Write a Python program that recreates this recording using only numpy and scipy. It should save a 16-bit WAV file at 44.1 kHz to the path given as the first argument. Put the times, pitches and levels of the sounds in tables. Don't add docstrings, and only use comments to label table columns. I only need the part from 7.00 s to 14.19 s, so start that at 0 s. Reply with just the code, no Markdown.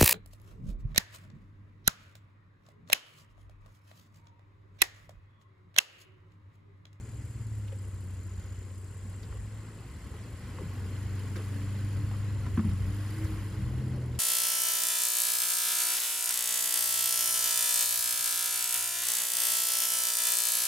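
import sys
import numpy as np
from scipy import signal
from scipy.fft import rfft, irfft, next_fast_len
from scipy.io import wavfile
from scipy.ndimage import uniform_filter1d

SR = 44100
rng = np.random.default_rng(int(sys.argv[2]) if len(sys.argv) > 2 else 0)


def natural_amplitude(level_db):
    exponent = np.asarray(level_db, float) / 20
    return 10 ** exponent


def master_out(mix):
    frames = np.transpose(np.atleast_2d(mix))
    ceiling = np.clip(frames, -1, 1)
    pcm = np.round(ceiling * 32767).astype(np.int16)
    wavfile.write(sys.argv[1], SR, pcm)


N = 317070
TIME_S = np.arange(N) / SR
FADE_START_S, FADE_S = 6.38, 0.59


def evened(x):
    return x / np.sqrt(np.mean(x ** 2) + 1e-20)


def read(points, hz):
    f, *columns = np.transpose(points)
    return np.squeeze([np.interp(np.log(hz + 1), np.log(f + 1), c) for c in columns])


def follow(rows):
    s, *columns = np.transpose(rows)
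    return [np.interp(TIME_S, s, c) for c in columns]


def bump(s, half_s):
    return np.exp(-((TIME_S - s) / half_s) ** 2)


def ramp(s, length_s):
    return np.clip((TIME_S - s) / length_s, 0, 1)


def drift(per_s):
    steps = np.arange(0, N + 64, 64)
    size = max(int(SR / 64 / per_s), 2)
    slow = uniform_filter1d(rng.standard_normal(len(steps)), size)
    slow = uniform_filter1d(slow, size)
    return evened(np.interp(np.arange(N), steps, slow))


def resonate(x, hz, width):
    turn = np.exp(2j * np.pi * np.cumsum(hz * np.ones(len(x))) / SR)
    r = np.exp(-np.pi * width / SR)
    return 2 * (turn * signal.lfilter([1 - r], [1, -r], x / turn)).real


def ring_in(x, modes):
    size = next_fast_len(len(x))
    hz = np.fft.rfftfreq(size, 1 / SR)
    gain = 0
    for mode_hz, width, db in modes:
        height = natural_amplitude(db) * np.sqrt(SR / (np.pi / 4 * 2 * width))
        gain = gain + height / (1 + 2j * (hz - mode_hz) / width) ** 2
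    return irfft(rfft(x, size) * gain, size)[:len(x)]


def noise(shape, patchy_db, size):
    hz = np.fft.rfftfreq(size, 1 / SR)
    hz = hz[hz < shape[-1][0]]
    a, b, patches = rng.standard_normal((4 * N // size + 5, len(hz), 3)).T
    patches = evened(uniform_filter1d(uniform_filter1d(patches, 8, 0), 8, 1))
    z = np.zeros((size // 2 + 1, a.shape[1]), complex)
    z[:len(hz)] = (a + 1j * b) * natural_amplitude(read(shape, hz)[:, None] + patchy_db * patches)
    return evened(signal.istft(z, nperseg=size, noverlap=3 * size // 4)[1][:N])


def cicadas():
    # start_s, end_s, level_db, pitch_hz
    solos = [
        (-.1, 0.222, -69, 7000),
        (1.081, 1.657, -65.5, 7040),
    ]
    beat = (47.3 * TIME_S + 0.18 * drift(2.2)) % 1
    burst = np.exp(-beat / 0.46) * (1 - np.exp(-beat / 0.096))
    singing = [np.clip(np.minimum((TIME_S - start) / 0.12, (end - TIME_S) / .03), 0, 1)
               for start, end, _, _ in solos]

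    joined = uniform_filter1d(singing[0] + singing[1], size=8000)
    hz = 7490 - 120 * joined - 206 * ramp(3.81 - .3, 0.49)
    depth = np.clip(0.24 + 0.17 * joined, 0, 1)
    air = rng.standard_normal(N) * (1 - depth * (1 - 3.2 * burst))
    level_db = -62 + 0.8 * drift(1.5) - 6 * ramp(FADE_START_S, FADE_S)
    band = resonate(air, hz + 60 * drift(9.6), 1170)
    out = natural_amplitude(level_db) * evened(resonate(band, hz + 150, 1160))

    for (_, _, db, song_hz), gain in zip(solos, singing):
        tone = np.cos(2 * np.pi * song_hz * (TIME_S - 0.00079 * beat ** 2))
        clicks = burst ** 3 * (tone + 1.8 * rng.standard_normal(N))
        out += natural_amplitude(db) * evened(ring_in(clicks, [(song_hz, 600, 0)])) * gain
    return out


def far_truck():
    # multiple of firing rate, level_db
    far_orders = [(1.5, -14), (2, -4), (3, 2), (4, -37), (5, -14), (6, -22), (7, -25), (8, -22.5)]
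    rev_hz = 1.91 * bump(6.89, 0.161)
    sag_hz = .3 * ramp(7.02, .2)
    turns = np.cumsum(40.5 + rev_hz - sag_hz) / SR
    lines = 0
    for k, db in far_orders:
        wave = np.cos(2 * np.pi * (k * turns + rng.random()))
        lines = lines + natural_amplitude(db + 0.94 * drift(11)) * wave
    return np.sqrt(2) * natural_amplitude(-36) * ramp(6.53, 0.12) * lines


def truck_noise(turns):
    # time_s, gain_db
    nearness = [(0, 0), (1.3, 0.3), (1.46, 2.6), (1.76, -1.1), (2.26, 2), (2.8, 3), (3.5, 6), (3.75, 7),
                (4.5, 8.5), (5.3, 7), (5.9, 8.5), (6.25, 10), (6.6, 7.5), (7.19, 4.5)]
    # time_s, ground_rumble_db, half_length_s
    heaves = [(.2, 2, .2), (.65, -12, .08), (0.923, 5, .04), (1.749, -5, .08), (2.35, 6.5, .14),
              (3.8, 5, .07), (4.6, -6, 0.25), (5.006, 12, 0.054), (5.405, 6.5, 0.1), (5.629, 12, 0.15),
              (5.87, 9.5, 0.077), (6.35, 4, 0.12), (6.745, 9.5, 0.15), (7.041, -16, 0.053)]
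    # pitch_hz, level_db per Hz
    rumble_shape = [(15, -42), (30, -34), (47, 1.5), (62, 1.5), (90, -3), (130, -8.5), (200, -42)]
    growl_shape = [(90, -2), (140, 2), (210, 1.5), (300, -4), (420, -5.5), (550, -10.5), (700, -19),
                   (1000, -19)]
    hiss_shape = [(400, -10), (700, -9.5), (900, -5), (1080, -5.5), (1500, -1.5), (2000, -5), (2300, -7),
                  (3200, -8), (3650, -14), (4250, -11.5), (5050, -15), (5700, -16), (7000, -19),
                  (9000, -54)]
    fizz_shape = [(4500, -18), (6500, -18), (8500, 2.5), (9800, -9), (10800, -5.5), (12000, -13.5),
                  (13500, -9.5), (16500, -10.5)]
    # pitch_hz, width_hz, level_db over the hiss
    housings = [(1070, 120, -8), (1290, 80, -18), (2000, 260, -10), (4250, 220, -19), (5050, 240, -18)]
    # pitch_hz, width_hz, level_db
    pump_modes = [(4904, 250, 0), (9370, 2260, 6), (9970, 990, 0), (11500, 3100, 0.5)]

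    (near_db,) = follow(nearness)
    rumble_db = -47.5 + .45 * near_db + sum(db * bump(s, half_s) for s, db, half_s in heaves)
    growl_db = -53.5 + 0.7536 * near_db + 6 * ramp(FADE_START_S, FADE_S) + 0.7 * drift(8.2)
    hiss_db = -62 + near_db + .5 * drift(29)
    fizz_db = -71.5 + 0.1416 * near_db ** 2
    tick_db = 2.5 - 0.73 * near_db

    strokes = 2 * turns
    stroke_number = strokes.astype(int)
    blow = natural_amplitude(2.0 * rng.standard_normal(N // 100)[stroke_number] - 1.5 * (stroke_number % 2))
    rattle = blow * np.exp(-(strokes % 1) / 0.41) * rng.standard_normal(N)
    ticks = evened(ring_in(rattle, pump_modes))
    bay = natural_amplitude(fizz_db) * (noise(fizz_shape, 1.5, size=512) + natural_amplitude(tick_db) * ticks)

    throb = 1 + 0.096 * np.cos(2 * np.pi * turns) + 0.096 * np.cos(4 * np.pi * turns)
    rumble = natural_amplitude(rumble_db) * noise(rumble_shape, .9, size=4096)
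    growl = natural_amplitude(growl_db) * throb * noise(growl_shape, 0.99, size=2048)
    bands = ring_in(rng.standard_normal(N), housings)
    hiss = natural_amplitude(hiss_db) * (noise(hiss_shape, 0.44, size=1024) + bands)
    return rumble + growl + hiss + bay


def knocks():
    # time_s, ground_push_db
    pushes = [(2.049, -37), (3.63, -50), (4.965, -25), (5.466, -43), (5.574, -31), (5.645, -38),
              (5.709, -29), (5.87, -33), (6.238, -24.5), (6.59, -45)]
    # time_s, ring_db, ring_hz
    clunks = [(.72, -37, 536), (2.049, -39.5, 215), (2.343, -42, 500.5), (3.14, -39.5, 420),
              (3.586, -35.5, 520), (3.606, -32, 382), (3.63, -32.5, 168), (3.75, -38.5, 245),
              (4.358, -34.5, 342), (4.365, -34.5, 508), (4.39, -35, 430), (4.965, -37, 205),
              (5.119, -39, 280), (5.466, -40, 262), (5.574, -15.5, 222), (5.593, -25, 219.5),
              (5.645, -21.5, 207.3), (5.709, -31, 204), (5.87, -34.5, 178), (6.59, -34, 190)]
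    # time_s, rattle_db, rattle_hz
    rattles = [(.679, -54.5, 2880), (.72, -53, 1980), (2.23, -52, 3800), (2.325, -49, 1230),
               (3.14, -55, 900), (3.52, -55.5, 901), (3.585, -47.5, 975), (3.75, -52, 899),
               (4.358, -44.5, 1519), (4.362, -46, 4100), (4.39, -49, 1190), (4.965, -61, 2499),
               (5.112, -45.5, 845), (5.14, -47, 1040), (5.464, -42, 1120), (5.574, -39, 1211),
               (5.593, -40, 1090), (5.645, -49, 1100), (6.244, -54, 6700), (6.59, -59, 1000),
               (7.151, -55.5, 3600)]
    out, t = np.zeros(N + SR), np.arange(SR // 6) / SR

    push = np.sin(2 * np.pi * 75 * t) * np.exp(-((t - .012) / 0.007) ** 2)
    for s, db in pushes:
        out[round(s * SR):][:len(t)] += natural_amplitude(db) * push

    for s, db, hz in clunks:
        ring = np.sin(2 * np.pi * hz * t)
        ring += 0.68 * np.sin(2 * np.pi * 0.83 * hz * t)
        ring += 0.21 * np.sin(2 * np.pi * 1.5 * hz * t)
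        fall = natural_amplitude(db - 60 * t * hz / 37)
        out[round(s * SR):][:len(t)] += ring * fall * (1 - np.exp(-t / 0.0034)) ** 2

    shakes = rng.standard_normal((len(rattles), len(t)))
    shakes[:, 40] += 22
    rise = 1 - np.exp(-t * 500)
    for (s, db, hz), shake in zip(rattles, shakes):
        wide = resonate(resonate(shake, 1.15 * hz, 6.0 * hz), 1.15 * hz, 6.0 * hz)
        parts = evened(resonate(wide, hz, 0.39 * hz)) + 0.19 * evened(wide)
        fall = natural_amplitude(db - 60 * t / 0.069)
        out[round(s * SR):][:len(t)] += parts * fall * rise
    return out[:N]


def intake():
    # time_s, level_db, half_length_s, pitch_hz
    hums = [(.2, -58, 0.39, 296.9), (.62, -56, 0.23, 288.6), (4.54, -56, 0.13, 280),
            (4.92, -53.5, .25, 292.9), (5.948, -55, 0.13, 299), (6.25, -47.5, .12, 318.3),
            (6.498, -51.5, 0.17, 313.5), (7.0, -55, .3, 303.5)]
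    swells = np.array([natural_amplitude(db) * bump(s, half_s) + 1e-9 for s, db, half_s, _ in hums])
    loudness = swells.sum(axis=0)
    hz = np.transpose(hums)[3] @ swells / loudness
    whistle = resonate(resonate(rng.standard_normal(N), hz, 7.3), hz, 6.9)
    return loudness * evened(whistle)


def exhaust():
    # time_s, shaft_hz
    speed = [(0.0, 18.4), (0.39, 18.6), (0.76, 16.4), (1.08, 15.4), (1.26, 15.6), (1.58, 15.5),
             (2.09, 15.9), (2.62, 17.7), (2.75, 17.5), (2.87, 18.3), (3.4, 23), (3.62, 23.5), (4.09, 24.3),
             (4.61, 24.4), (5.1, 25.3), (5.29, 25.3), (5.76, 23.3), (6.0, 25.1)]
    # time_s, level_db
    loudness = [(0, -41.5), (.3, -41.5), (.58, -36), (.9, -40), (1.55, -41.5), (2.25, -43.5), (2.55, -41),
                (2.75, -48), (3, -48), (3.3, -44.5), (3.65, -40.5), (4.05, -35.5), (4.45, -36), (4.9, -33),
                (5.46, -34.5), (5.9, -33.5), (6.4, -36.5), (6.9, -42.5)]
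    # shaft_order, idling_db, pulling_db
    pattern = [(2, -20, 6), (3, -12, -39), (4, -0.5, 2), (5, -7.5, 0.5), (6, 0.5, -22), (7, -1, -27),
               (8, -40, 5), (9, -7, -6), (10, -13, -3), (11, -2, 3.5), (12, -2.5, 1), (13, -12, -4)]
    # pitch_hz, level_db
    pipe_shape = [(30, -30), (50, -24), (75, -5.5), (98, 2), (113, 0.5), (130, -7.5), (150, -22),
                  (200, -17), (250, -25), (300, -19.5), (380, -45)]
    # shaft_hz, odd_orders_db
    odd_orders = [(15.6, -10), (17.4, -12.5), (18.5, 2.2), (20.2, 1), (21.6, 9), (22.8, -5), (24.2, -3.5),
                  (25.2, -3)]

    (hz,), (level_db,) = follow(speed), follow(loudness)
    level_db = level_db - 80 * ramp(6.9, 0.9)
    turns = np.cumsum(hz * (1 + 0.0016 * drift(7.1))) / SR + 0.367
    orders, idle_db, pull_db = np.transpose(pattern)[:, :, None]
    slow_hz = hz[::64]
    load = np.clip((slow_hz - 18.5) / 2.86, 0, 1)
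    order_db = idle_db + load * (pull_db - idle_db) + read(odd_orders, slow_hz) * (orders % 2)
    sizes = natural_amplitude(read(pipe_shape, orders * slow_hz) + order_db)
    sizes = np.repeat(sizes / np.linalg.norm(sizes, axis=0), 64, axis=1)[:, :N]
    waves = []
    for k in orders[:, 0]:
        phase = k * turns - .025 * (k - 5.5) ** 2
        waves.append(natural_amplitude(0.35 * drift(6)) * np.cos(2 * np.pi * phase))
    return np.sqrt(2) * natural_amplitude(level_db + 1.33) * np.sum(sizes * waves, axis=0), turns


def scene():
    pipe, turns = exhaust()
    direct = pipe + intake() + far_truck() + truck_noise(turns) + cicadas() + knocks()
    z = signal.stft(direct, nperseg=512, noverlap=384)[2]
    stir = np.exp(2j * np.pi * rng.random(z.T.shape).T)
    stirred = signal.istft(z * stir, nperseg=512, noverlap=384)[1][:N]
    return np.array([direct, 2 * stirred])


def band_limit(x):
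    return signal.sosfilt(signal.butter(12, 15640, fs=SR, output="sos"), x)


def record(dry):
    # pitch_hz, left-right likeness (0-1), left_lead_radians,
    # left_over_right_db
    stereo = [(40, .95, .35, .3), (90, .965, .1, .7), (170, .99, 0, .8), (400, .99, .03, .4),
              (750, .8, 0, 1.2), (1400, .87, -.35, -.2), (3700, .58, .6, -2.3), (5900, .45, .3, 1),
              (7600, .62, 2.3, 5), (8250, .99, 3.14, 0), (8800, .99, 3.14, 0), (9200, .8, 1.1, 0),
              (10700, 1, 0, 0), (13000, 1, 0, 0), (14400, .5, -.9, 0), (15300, .9, -3, 0)]
    size = next_fast_len(N + SR // 4)
    hz = np.fft.rfftfreq(size, 1 / SR)
    same, lead, balance_db = read(stereo, hz)
    same = np.clip(same, 0, 1)
    bass_cut = hz ** 4 / (hz ** 4 + 30. ** 4)
    direct, scattered = rfft(dry, size) * bass_cut
    left = direct * natural_amplitude(balance_db / 2)
    right = natural_amplitude(-balance_db / 2) * (same * direct + np.sqrt(1 - same ** 2) * scattered)
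    beside = right * np.exp(-1j * lead)
    ahead = right * np.exp(-1j * lead * (hz > 12000))
    left, beside, ahead = irfft(np.array([left, beside, ahead]), size)[:, :N]
    fade = ramp(6.6, 1.3)
    return band_limit(np.array([left, (1 - fade) * beside + fade * ahead]))


dry = scene()
out = record(dry)
master_out(out)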